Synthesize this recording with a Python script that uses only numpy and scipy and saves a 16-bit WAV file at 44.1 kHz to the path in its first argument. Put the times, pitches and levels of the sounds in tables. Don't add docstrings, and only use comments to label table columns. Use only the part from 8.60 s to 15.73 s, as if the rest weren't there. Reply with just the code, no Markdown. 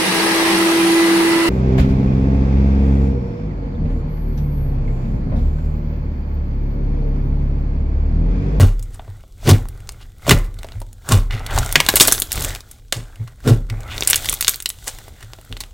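import sys
import numpy as np
from scipy import signal
from scipy.fft import rfft, irfft, next_fast_len
from scipy.io import wavfile
from scipy.ndimage import uniform_filter1d

SR = 44100
rng = np.random.default_rng(int(sys.argv[2]) if len(sys.argv) > 2 else 0)


def file_out(sig):
    cols = np.atleast_2d(sig).T
    lim = np.clip(cols, -1, 1)
    pcm = np.round(lim * 32767).astype(np.int16)
    wavfile.write(sys.argv[1], SR, pcm)


N = 314433

# time in s, fingers in dB, palms in dB, palm pitch in Hz, sway against the
# palms in dB, squelch in dB before the mix gain, pocket pitch in Hz, treble setting in dB, squelch fall in s.
PRESSES = [(0.004, -16.5, -3, 98.8, -1.5, -22, 1280, -4, 0.033),
           (0.896, -10.5, -3, 102, -10.5, -15.5, 5830, -13, 0.018),
           (1.712, -10.5, -14, 89, 6.5, -15, 1920, -4, 0.016),
           (2.522, -19.5, -6.5, 105.6, 0, -18.5, 1110, -4.5, 0.031),
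           (4.888, -12, -5.5, 107.5, -8, -23.5, 1430, -5, 0.028)]
LIFT_START_S, LIFT_END_S, LIFTED_BASS_DB, LIFTED_RUMBLE_DB = 5.43, 6.12, -11, -0.5
LEAD_S = 1 / 4


def amp(db):
    return 10 ** (np.asarray(db) / 20)


def evened(x):
    return x / np.sqrt(np.mean(x ** 2) + 1e-20)


def read(points, hz):
    f, value = np.transpose(points)
    return np.interp(np.log(hz + 1), np.log(f + 1), value)


def add(mix, s, sound):
    start = round(s * SR)
    sound = sound[max(-start, 0):]
    part = mix[max(start, 0):][:len(sound)]
    part += sound[:len(part)]


def play(table, source, lead_s=0):
    out = np.zeros(N)
    for s, *row in table:
        add(out, s - lead_s, source(*row))
    return out


def bins(x):
    return np.fft.rfftfreq(len(x), 1 / SR)


def colour(x, db):
    cepstrum = irfft(np.log(amp(np.maximum(db, -100))), len(x))
    cepstrum[1:len(x) // 2] *= 2
    cepstrum[len(x) // 2 + 1:] = 0
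    return irfft(rfft(x) * np.exp(rfft(cepstrum)), len(x))


def cavity(hz, centre_hz, q):
    return 1 / np.sqrt(1 + (q * (hz / centre_hz - centre_hz / (hz + 1))) ** 2)


def tone(hz, bass_db, treble_db):
    points = [(60, bass_db - 17), (300, bass_db + 3.5), (750, bass_db), (2000, 0.26), (3500, 1.0),
              (5200, treble_db / 2 + 0.5), (8000, treble_db + 2), (15000, treble_db - 4.5)]
    return read(points, hz)


def lifted(s):
    return (s > LIFT_START_S) & (s < LIFT_END_S)


def bass(s, pitch_hz):
    # pocket pitch in Hz, bass in dB.
    pocket_bass = [(600, 12.5), (900, 12), (2000, -2.5), (3500, 0.5), (7500, 4), (13000, -3)]
    return read(pocket_bass, pitch_hz) + LIFTED_BASS_DB * lifted(s)


def with_bass(table):
    return [(s, db, hz, bass(s, hz), *rest) for s, db, hz, *rest in table]


def crackle(size, per_s, spread_db, hiss):
    chance, strength = rng.random(size), rng.exponential(1, size)
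    polarity, air = np.sign(rng.normal(size=size)), rng.normal(size=size)
    snaps = (chance < per_s / SR) * amp(spread_db * np.minimum(strength, 3)) * polarity
    return evened(evened(snaps) + hiss * air)


def wet_crackle(size, per_s, spread_db, hiss, clump_db=2.0, q=3.15):
    bubble_hz = np.geomspace(500, 14000, num=14)
    hz = np.fft.rfftfreq(size, 1 / SR)
    spectrum = np.zeros(len(hz), complex)
    for pitch_hz in bubble_hz:
        chance, strength = rng.random(size), rng.exponential(1, size)
        bursting = chance < per_s / len(bubble_hz) / SR
        bursts = np.where(bursting, amp(spread_db * np.minimum(strength, 3)), 0)
        spectrum += rfft(bursts) / (1 + 1j * q * (hz / pitch_hz - pitch_hz / (hz + 1)))
    bubbles = evened(irfft(spectrum, size))
    clumps = evened(uniform_filter1d(uniform_filter1d(rng.standard_normal(size), 200), 150))
    wet = bubbles + hiss * rng.standard_normal(size)
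    return evened(wet * amp(clump_db * np.clip(clumps, -2, 2)))


def drifting_gaps(x, q=9, drift=.1):
    # centre in Hz, boost in dB.
    gaps = [(800, 3), (1150, 3.5), (1500, 7), (2050, 10.5)]
    hz, when, z = signal.stft(x, SR, nperseg=1024, noverlap=768)
    for centre_hz, db in gaps:
        wander = evened(uniform_filter1d(uniform_filter1d(rng.standard_normal(len(when)), 16), 10))
        z = z * amp(db * cavity(hz[:, None], centre_hz * np.exp(drift * wander), q))
    return signal.istft(z, SR, nperseg=1024, noverlap=768)[1][:len(x)]


def hands():
    # start in s, end in s, smearing in dB, sticky fizz in dB.
    fingering = [(0.197, 0.6, -57.5, -65), (1.11, 1.46, -56.5, -62.5), (1.982, 2.2, -53.5, -59.5),
                 (4.063, 4.164, -57.5, -55.5), (4.457, 4.704, -54.5, -62), (6.417, 7.1, -58, -57)]
    # time in s, smearing in dB, sticky fizz in dB. All levels precede the handling gains.
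    gather = [(2.70, -44, -70), (2.78, -39, -57.5), (2.88, -40.5, -56), (2.95, -27, -30), (3.09, -38, -39),
              (3.3, -38.5, -36), (3.46, -38, -24.5), (3.58, -44.5, -33.5), (3.69, -56, -51)]
    fold = [(3.689, -51, -46), (3.77, -35, -30.5), (3.85, -35, -29.5), (3.941, -40, -41),
            (4.021, -57.5, -55)]
    stretch = [(5.09, -50.5, -68), (5.111, -46, -59), (5.26, -42, -56.5), (5.36, -39.5, -40.5),
               (5.46, -42, -38), (5.54, -42, -36), (5.72, -39.5, -29.5), (5.79, -50.5, -44.5),
               (5.92, -52.5, -33), (6.04, -72, -60), (6.31, -52, -44), (6.5, -54, -55)]
    resting_db = (-67.5, -64)
    fingering_ease_s = 0.094
    rub_offset_db, rub_swell_db_per_s, rub_fade_db_per_s = (-12.5, -15.5), 286, 184
    lean_db, lean_db_per_s = -25.5, -32
    drag_db, table_rest_db = 10, -43.5

    t = np.arange(N) / SR
    power, leaning = amp(resting_db)[:, None] ** 2, 0
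    for start, end, *levels in fingering:
        active = np.clip(np.minimum(t - start, end - t) / fingering_ease_s + .5, 0, 1)
        power = power + amp(levels)[:, None] ** 2 * active
    for stroke in (gather, fold, stretch):
        s, *levels = np.transpose(stroke)
        stroke_power = np.array([amp(np.interp(t, s, db)) ** 2 for db in levels])
        power = power + stroke_power * (t >= s[0]) * (t < s[-1])
    for s, _, _, _, _, squelch_db, *_ in PRESSES:
        rub_db = squelch_db - np.maximum(rub_swell_db_per_s * (s - t), rub_fade_db_per_s * (t - s))
        power = power + (amp(rub_offset_db)[:, None] * amp(rub_db)) ** 2
        leaning = leaning + (t > s) * amp(lean_db + lean_db_per_s * abs(t - s)) ** 2
    drag = amp(drag_db + LIFTED_RUMBLE_DB * lifted(t)) ** 2 * power[0]
    weight = amp(table_rest_db) ** 2 + leaning + drag
    return 10 * np.log10([weight, *power])


def handling(weight_db, smearing_db, sticking_db, rumble_gain_db=0, smear_gain_db=1, fizz_gain_db=1):
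    # frequency in Hz, relative density in dB.
    rumble_colour = [(10, -17), (25, -2.5), (35, -0.5), (50, -6.5), (75, -8.5), (108, -7), (150, -22.5),
                     (250, -27.5), (500, -33.5), (1200, -79)]
    smear_colour = [(120, -15.5), (300, 1), (600, 2.5), (800, 2), (1000, -7.5), (1450, -3), (1750, -12),
                    (2050, -7), (2800, -15.5), (5000, -30.5)]
    fizz_colour = [(1200, -31.5), (2400, -4), (3400, 9), (5000, 3), (7800, 5.5), (10500, -2), (15500, 1),
                   (17000, -8)]
    size = next_fast_len(N, real=True)
    noise = rng.standard_normal(size)
    hz = bins(noise)
    rumble = evened(colour(noise, read(rumble_colour, hz)))[:N]

    sliding = wet_crackle(size=size, per_s=3000, spread_db=5.5, hiss=.5)
    smear = evened(drifting_gaps(colour(sliding, read(smear_colour, hz))))[:N]

    films = crackle(size=size, per_s=900, spread_db=8, hiss=.5)
    bubbles = wet_crackle(size=size, per_s=1400, spread_db=8, hiss=.3)
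    grains = evened(colour(films / 2 + bubbles, read(fizz_colour, hz)))[:N]
    hiss = evened(colour(rng.standard_normal(size), read(fizz_colour, hz)))[:N]
    grainy = np.interp(sticking_db, [-50, -32], [.06, .7])
    fizz = np.sqrt(grainy) * grains + np.sqrt(1 - grainy) * hiss

    sound = amp(rumble_gain_db + weight_db) * rumble
    sound += amp(smear_gain_db + smearing_db) * smear
    return sound + amp(fizz_gain_db + sticking_db) * fizz


def thump(level_db, pitch_hz, rise_s, fall_s, knock_db, sway_db):
    # pitch in Hz, width setting in Hz, relative level in dB.
    table_modes = [(157, 34, 4), (209.2, 17, -6), (245.5, 19, 6), (339, 55, -5.5), (423.4, 110, -6),
                   (571, 57, -11.5), (760, 170, -21)]
    sway_hz, sway_t60_s, sway_build_s = 35.58, 0.63, 0.011
    t = np.arange(-SR // 4, SR // 2) / SR
    swell = np.exp(np.where(t < 0, -(t / rise_s) ** 2, -t / abs(fall_s)))
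    waver = evened(uniform_filter1d(rng.standard_normal(len(t)), 500))
    bounce = np.sin(2 * np.pi * np.cumsum(pitch_hz * (1 + 0.1 * waver)) / SR)

    push = rng.standard_normal(len(t))
    modes = sum(amp(db) * cavity(bins(push), f, f / width) ** 2 for f, width, db in table_modes)
    knock = swell * colour(push, 20 * np.log10(modes + 1e-9))
    knock *= np.linalg.norm(swell) / np.linalg.norm(knock)

    after = np.maximum(t, 0)
    sway = np.sin(2 * np.pi * sway_hz * after) * (1 - np.exp(-after / sway_build_s))
    sway *= amp(-60 * after / sway_t60_s)
    return amp(level_db) * (swell * evened(bounce) + amp(knock_db) * knock + amp(sway_db) * sway)


def nudges():
    # time in s, level in dB, pitch in Hz, knock in dB, sway in dB (both against the level).
    nudge_rows = [(0.496, -27.5, 103.3, -27, -5), (2.164, -24.5, 102.4, -27.5, 2.5),
                  (2.746, -21.5, 99.4, -15, -8.5), (2.985, -18, 115.7, -14, 3),
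                  (3.18, -23.5, 144.3, -8.5, -16), (3.783, -27.5, 136, -5, -18),
                  (4.374, -25, 118, -10.5, 0), (4.614, -20.5, 116, -24, -22), (5.12, -19.5, 108.8, -16, -2),
                  (6.52, -38.5, 94.5, -12.5, -18), (6.648, -34, 108.5, -21.5, -19),
                  (6.915, -31, 93.3, -6.5, 6.5)]
    rise_s, fall_s = 0.014, 0.035
    return [(s, db, hz, rise_s, fall_s, knock_db, sway_db) for s, db, hz, knock_db, sway_db in nudge_rows]


def presses():
    finger_hz, finger_rise_s, finger_fall_s, finger_knock_db = 129.3, 0.024, 0.037, -0.5
    palm_lag_s, palm_rise_s, palm_fall_s, palm_knock_db = 0.035, 0.03, 0.024, -17
    squelch_rise_s, squelch_bass_db = 0.015, 5
    thumps, squelches = [], []
    for s, finger_db, palm_db, palm_hz, sway_db, squelch_db, pocket_hz, treble_db, fall_s in PRESSES:
        thumps.append((s, finger_db, finger_hz, finger_rise_s, finger_fall_s, finger_knock_db, -np.inf))
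        thumps.append((s + palm_lag_s, palm_db, palm_hz, palm_rise_s, palm_fall_s, palm_knock_db, sway_db))
        squelches.append((s, squelch_db, pocket_hz, squelch_bass_db, treble_db, squelch_rise_s, fall_s))
    return thumps, squelches


def squelch(level_db, pitch_hz, bass_db, treble_db, rise_s, fall_s, pocket_db=9, q=3):
    t = np.arange(2 ** 15) / SR - LEAD_S
    swell = np.exp(np.where(t < 0, t / abs(rise_s), -t / abs(fall_s)))
    rush = wet_crackle(size=len(t), per_s=7000, spread_db=5.5, hiss=.4)
    hz = bins(rush)
    sound = swell * colour(rush, tone(hz, bass_db, treble_db) + pocket_db * cavity(hz, pitch_hz, q))
    return amp(level_db) * sound * np.linalg.norm(swell) / np.linalg.norm(sound)


def squelches_of_folding():
    # peak time in s, level in dB before the mix gain, pocket pitch in Hz, treble setting in dB,
    # rise in s, fall in s.
    squelch_rows = [(0.35, -44.5, 9100, -6, 0.014, 0.014), (1.422, -44.5, 3000, -8.5, 0.014, 0.012),
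                    (1.845, -46.5, 13000, -5, 0.0073, 0.012), (2.722, -32, 2100, -13.5, 0.0037, 0.055),
                    (2.915, -29.5, 1490, -25, 0.025, 0.023), (3.205, -33, 3000, -11, 0.016, 0.01),
                    (3.368, -8.5, 9000, -1, 0.0028, 0.0076), (3.418, -3.5, 6060, 12, 0.0068, 0.012),
                    (4.338, -31, 8000, -9.5, 0.0016, 0.039), (5.32, -31, 2570, -16, 0.016, 0.035),
                    (5.505, -18.5, 10900, -8.5, 0.01, 0.0094), (5.563, -22, 8500, 2, 0.0059, 0.0055),
                    (5.893, -24, 7700, 13, 0.0044, 0.0076), (6.279, -20.5, 7660, -2.5, 0.0079, 0.011),
                    (6.61, -47.5, 1680, -10, 0.028, 0.038)]
    return with_bass(squelch_rows)


def pop(level_db, pitch_hz, bass_db, treble_db, tear_ms, ring_db=5, snap=1.0, linger=0.89):
    ms = np.arange(2048) / SR * 1000
    tear = crackle(size=len(ms), per_s=9000, spread_db=2, hiss=0.23)
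    tear *= np.exp(-ms / (linger * abs(tear_ms) + 0.046))
    tear /= np.linalg.norm(tear)
    tear[0] = snap / max(tear_ms, .3)
    hz = bins(tear)
    pocket = cavity(hz, pitch_hz, 3.5)
    sound = colour(tear, tone(hz, bass_db, treble_db) + 20 * np.log10(1 + amp(ring_db) * pocket))
    return amp(level_db) * sound / np.linalg.norm(sound) * np.sqrt(0.01 * SR)


def ticks(sticking_db, count):
    least_db, spread_db = 0, 4.5
    low_hz, high_hz, treble_db, tear_mid_ms = 1200, 13900, -2, 1.5
    growth, even_db = 0.095, -46
    rows = []
    for k, (when, size, pitch, tear) in enumerate(rng.random((count, 4))):
        at = int((k + when) / count * N)
        fizz_db = sticking_db[at] + growth * (sticking_db[at] - even_db)
        level_db = fizz_db + least_db + spread_db * min(-np.log(1 - size), 3)
        pitch_hz = low_hz * (high_hz / low_hz) ** pitch
        rows.append((at / SR, level_db, pitch_hz, treble_db, tear_mid_ms * (.5 + tear)))
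    return rows


def bubble_pops(sticking_db):
    # time in s, level in dB before the mix gain, cavity pitch in Hz, treble setting in dB,
    # tearing time setting in ms.
    pop_rows = [(0.1941, -44.5, 14000, -3, 3.6), (0.2262, -40.5, 7710, 7, 6.1),
                (0.3945, -34.5, 770, -44, 3.5), (0.478, -43.5, 895, -17, 4.2), (0.637, -48, 577, -26, 3.1),
                (0.89, -17, 605, 9, 15), (1.0556, -43, 900, -6, 0.53), (1.0868, -39.5, 14000, 0, 1.1),
                (1.2916, -30.5, 7800, -4.5, 0.93), (1.3205, -45, 9050, -2, 3.1),
                (1.6672, -26.5, 605, -3.5, 2.7), (1.678, -17, 575, -4, 8.6), (1.694, -9, 3460, 0, 3.5),
                (1.7082, -6.5, 1780, -6.5, 10.7), (1.9883, -41.5, 3750, -5, 3.4),
                (2.0323, -37.5, 9250, -13, 0.7), (2.045, -33, 694, -6, 3), (2.0875, -43, 3400, -12, 0.5),
                (2.1208, -41.5, 3560, -16, 1.2), (2.203, -44, 11000, 2, 0.97), (2.217, -35, 930, -3, 2.8),
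                (2.33, -46, 7120, 4, 1.7), (2.4895, -22.5, 7300, -3, 3.5), (2.521, -15.5, 7400, -6, 4.4),
                (2.7083, -30, 2110, -17, 5.2), (2.8641, -29.5, 3830, 0, 2.8), (2.9774, -18, 820, -11, 0.98),
                (3.0308, -28.5, 1440, -14, 2.6), (3.1256, -19, 10900, -1, 1.4),
                (3.1559, -2, 2100, -12.5, 2.5), (3.2025, -9, 2980, -11, 1.9), (3.2871, -4.5, 1750, -2, 2.7),
                (3.339, -17.5, 523, -3, 1.3), (3.3568, -5.5, 12600, 6, 3.6), (3.3994, -6.5, 3400, 2.5, 2.8),
                (3.4073, 4, 3630, 2, 2.1), (3.4742, -4, 12200, 12, 0.31), (3.4813, -10.5, 9190, -6.5, 4),
                (3.5227, -0.5, 7450, 3.5, 1.1), (3.6007, -16, 13200, 28, 0.35),
                (3.6206, -14, 3300, 3, 0.89), (3.7191, -19.5, 14100, 0, 1.8), (3.7286, -18, 12700, 7, 0.43),
                (3.7768, -28, 3340, -15, 1.1), (3.8469, -22, 7500, -2, 2.9), (3.9586, -34, 2260, -3, 2.7),
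                (4.113, -37.5, 10150, 4, 3.7), (4.3246, -15.5, 7800, -8.5, 3.7),
                (4.6758, -41.5, 1400, -7, 7.7), (4.876, -25, 1457, -5, 3.4), (5.0998, -32, 2080, -10, 3.6),
                (5.3801, -26.5, 3470, -6, 1.4), (5.408, -23, 6290, -0.5, 0.82),
                (5.4236, -19.5, 3700, -15, 2), (5.4741, -6.5, 7200, 7, 0.86),
                (5.5007, -10.5, 12400, 15, 1.4), (5.508, -11.5, 10400, 18, 1.6),
                (5.5315, -10, 6560, -13, 1.2), (5.544, -18, 3040, -2, 1.9), (5.558, -13.5, 8650, 5, 2.7),
                (5.6579, -25, 8140, -9.5, 1.4), (5.6888, -19, 3500, -11, 1.7),
                (5.6958, -15.5, 7600, 24, 1.7), (5.7256, -22.5, 12270, 25, 1.8),
                (5.7398, -22, 12600, 9, 3.8), (5.809, -15.5, 13000, -1.5, 3.5), (5.826, -18, 4300, 3, 0.41),
                (5.847, -21, 4480, -5, 0.2), (5.8716, -26, 4390, -8, 0.72), (5.8801, -7, 7640, -5.5, 2.6),
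                (5.8935, -12.5, 13500, 5, 1.4), (5.9435, -27.5, 4410, -2, 0.47),
                (5.959, -29, 14000, 16, 0.4), (6.0027, -30, 9540, -3, 1.9), (6.0237, -29.5, 14000, 7, 2.8),
                (6.0588, -17, 3670, -6, 1.6), (6.0907, -23, 12900, 23, 3), (6.102, -26.5, 9220, -7, 1.4),
                (6.481, -41.5, 654, -23, 0.54), (6.627, -38.5, 1640, -3, 5.3),
                (6.7345, -36.5, 5370, -8, 0.45), (6.7866, -43.5, 645, -10, 2.8),
                (6.9261, -32, 3300, -18, 0.64), (6.968, -35, 3940, -17, 1.7), (7.0046, -26, 3570, 0.5, 6.9),
                (7.0376, -37, 3230, -8, 0.49)]
    return with_bass(pop_rows + ticks(sticking_db, count=160))


def room(x, tail_db=-15, scatter_db=-11, scatter_s=0.0053):
    # frequency in Hz, reverberation time in s.
    room_t60 = [(200, 0.58), (1500, 0.38), (4000, 0.18), (8000, 0.2), (16000, 0.26)]
    # delay in ms, gain against the direct sound.
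    echoes = [(1.4, 0.084), (2.3, -0.11), (3.7, -0.056), (5.2, 0.1), (7.4, 0.11), (9.7, -0.019)]
    t = np.arange(SR // 2) / SR
    hz, when, z = signal.stft(rng.standard_normal(len(t)), SR, nperseg=256)
    decay = amp(-60 * when / read(room_t60, hz)[:, None])
    tail = signal.istft(z * decay, SR, nperseg=256)[1][:len(t)]
    tail *= np.minimum(t / 0.0054, 1)
    scatter = rng.standard_normal(len(t)) * np.exp(-t / scatter_s) * (t > .001)
    response = amp(tail_db) * tail / np.linalg.norm(tail)
    response += amp(scatter_db) * scatter / np.linalg.norm(scatter)
    response[0] = 1
    for ms, gain in echoes:
        response[round(ms * SR / 1000)] += gain
    return signal.fftconvolve(x, response / np.linalg.norm(response))[:N]


def scene():
    squelch_gain_db, pop_gain_db = 0.87, 1.0
    weight_db, smearing_db, sticking_db = hands()
    press_thumps, press_squelches = presses()
    background = handling(weight_db, smearing_db, sticking_db)
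    thumps = play(press_thumps + nudges(), thump, lead_s=LEAD_S)
    squelches = play(press_squelches + squelches_of_folding(), squelch, lead_s=LEAD_S)
    pops = play(bubble_pops(sticking_db), pop)
    bursts = amp(pop_gain_db) * pops + amp(squelch_gain_db) * squelches
    sound = room(bursts) + background + thumps
    return np.array([sound, sound])


def record(dry):
    edge_hz = 16100
    clipped = np.clip(dry, -1, 1)
    lowpass = signal.firwin(255, edge_hz, window=("kaiser", 7), fs=SR)
    return signal.oaconvolve(clipped, lowpass[None], "same")


dry = scene()
out = record(dry)
file_out(out)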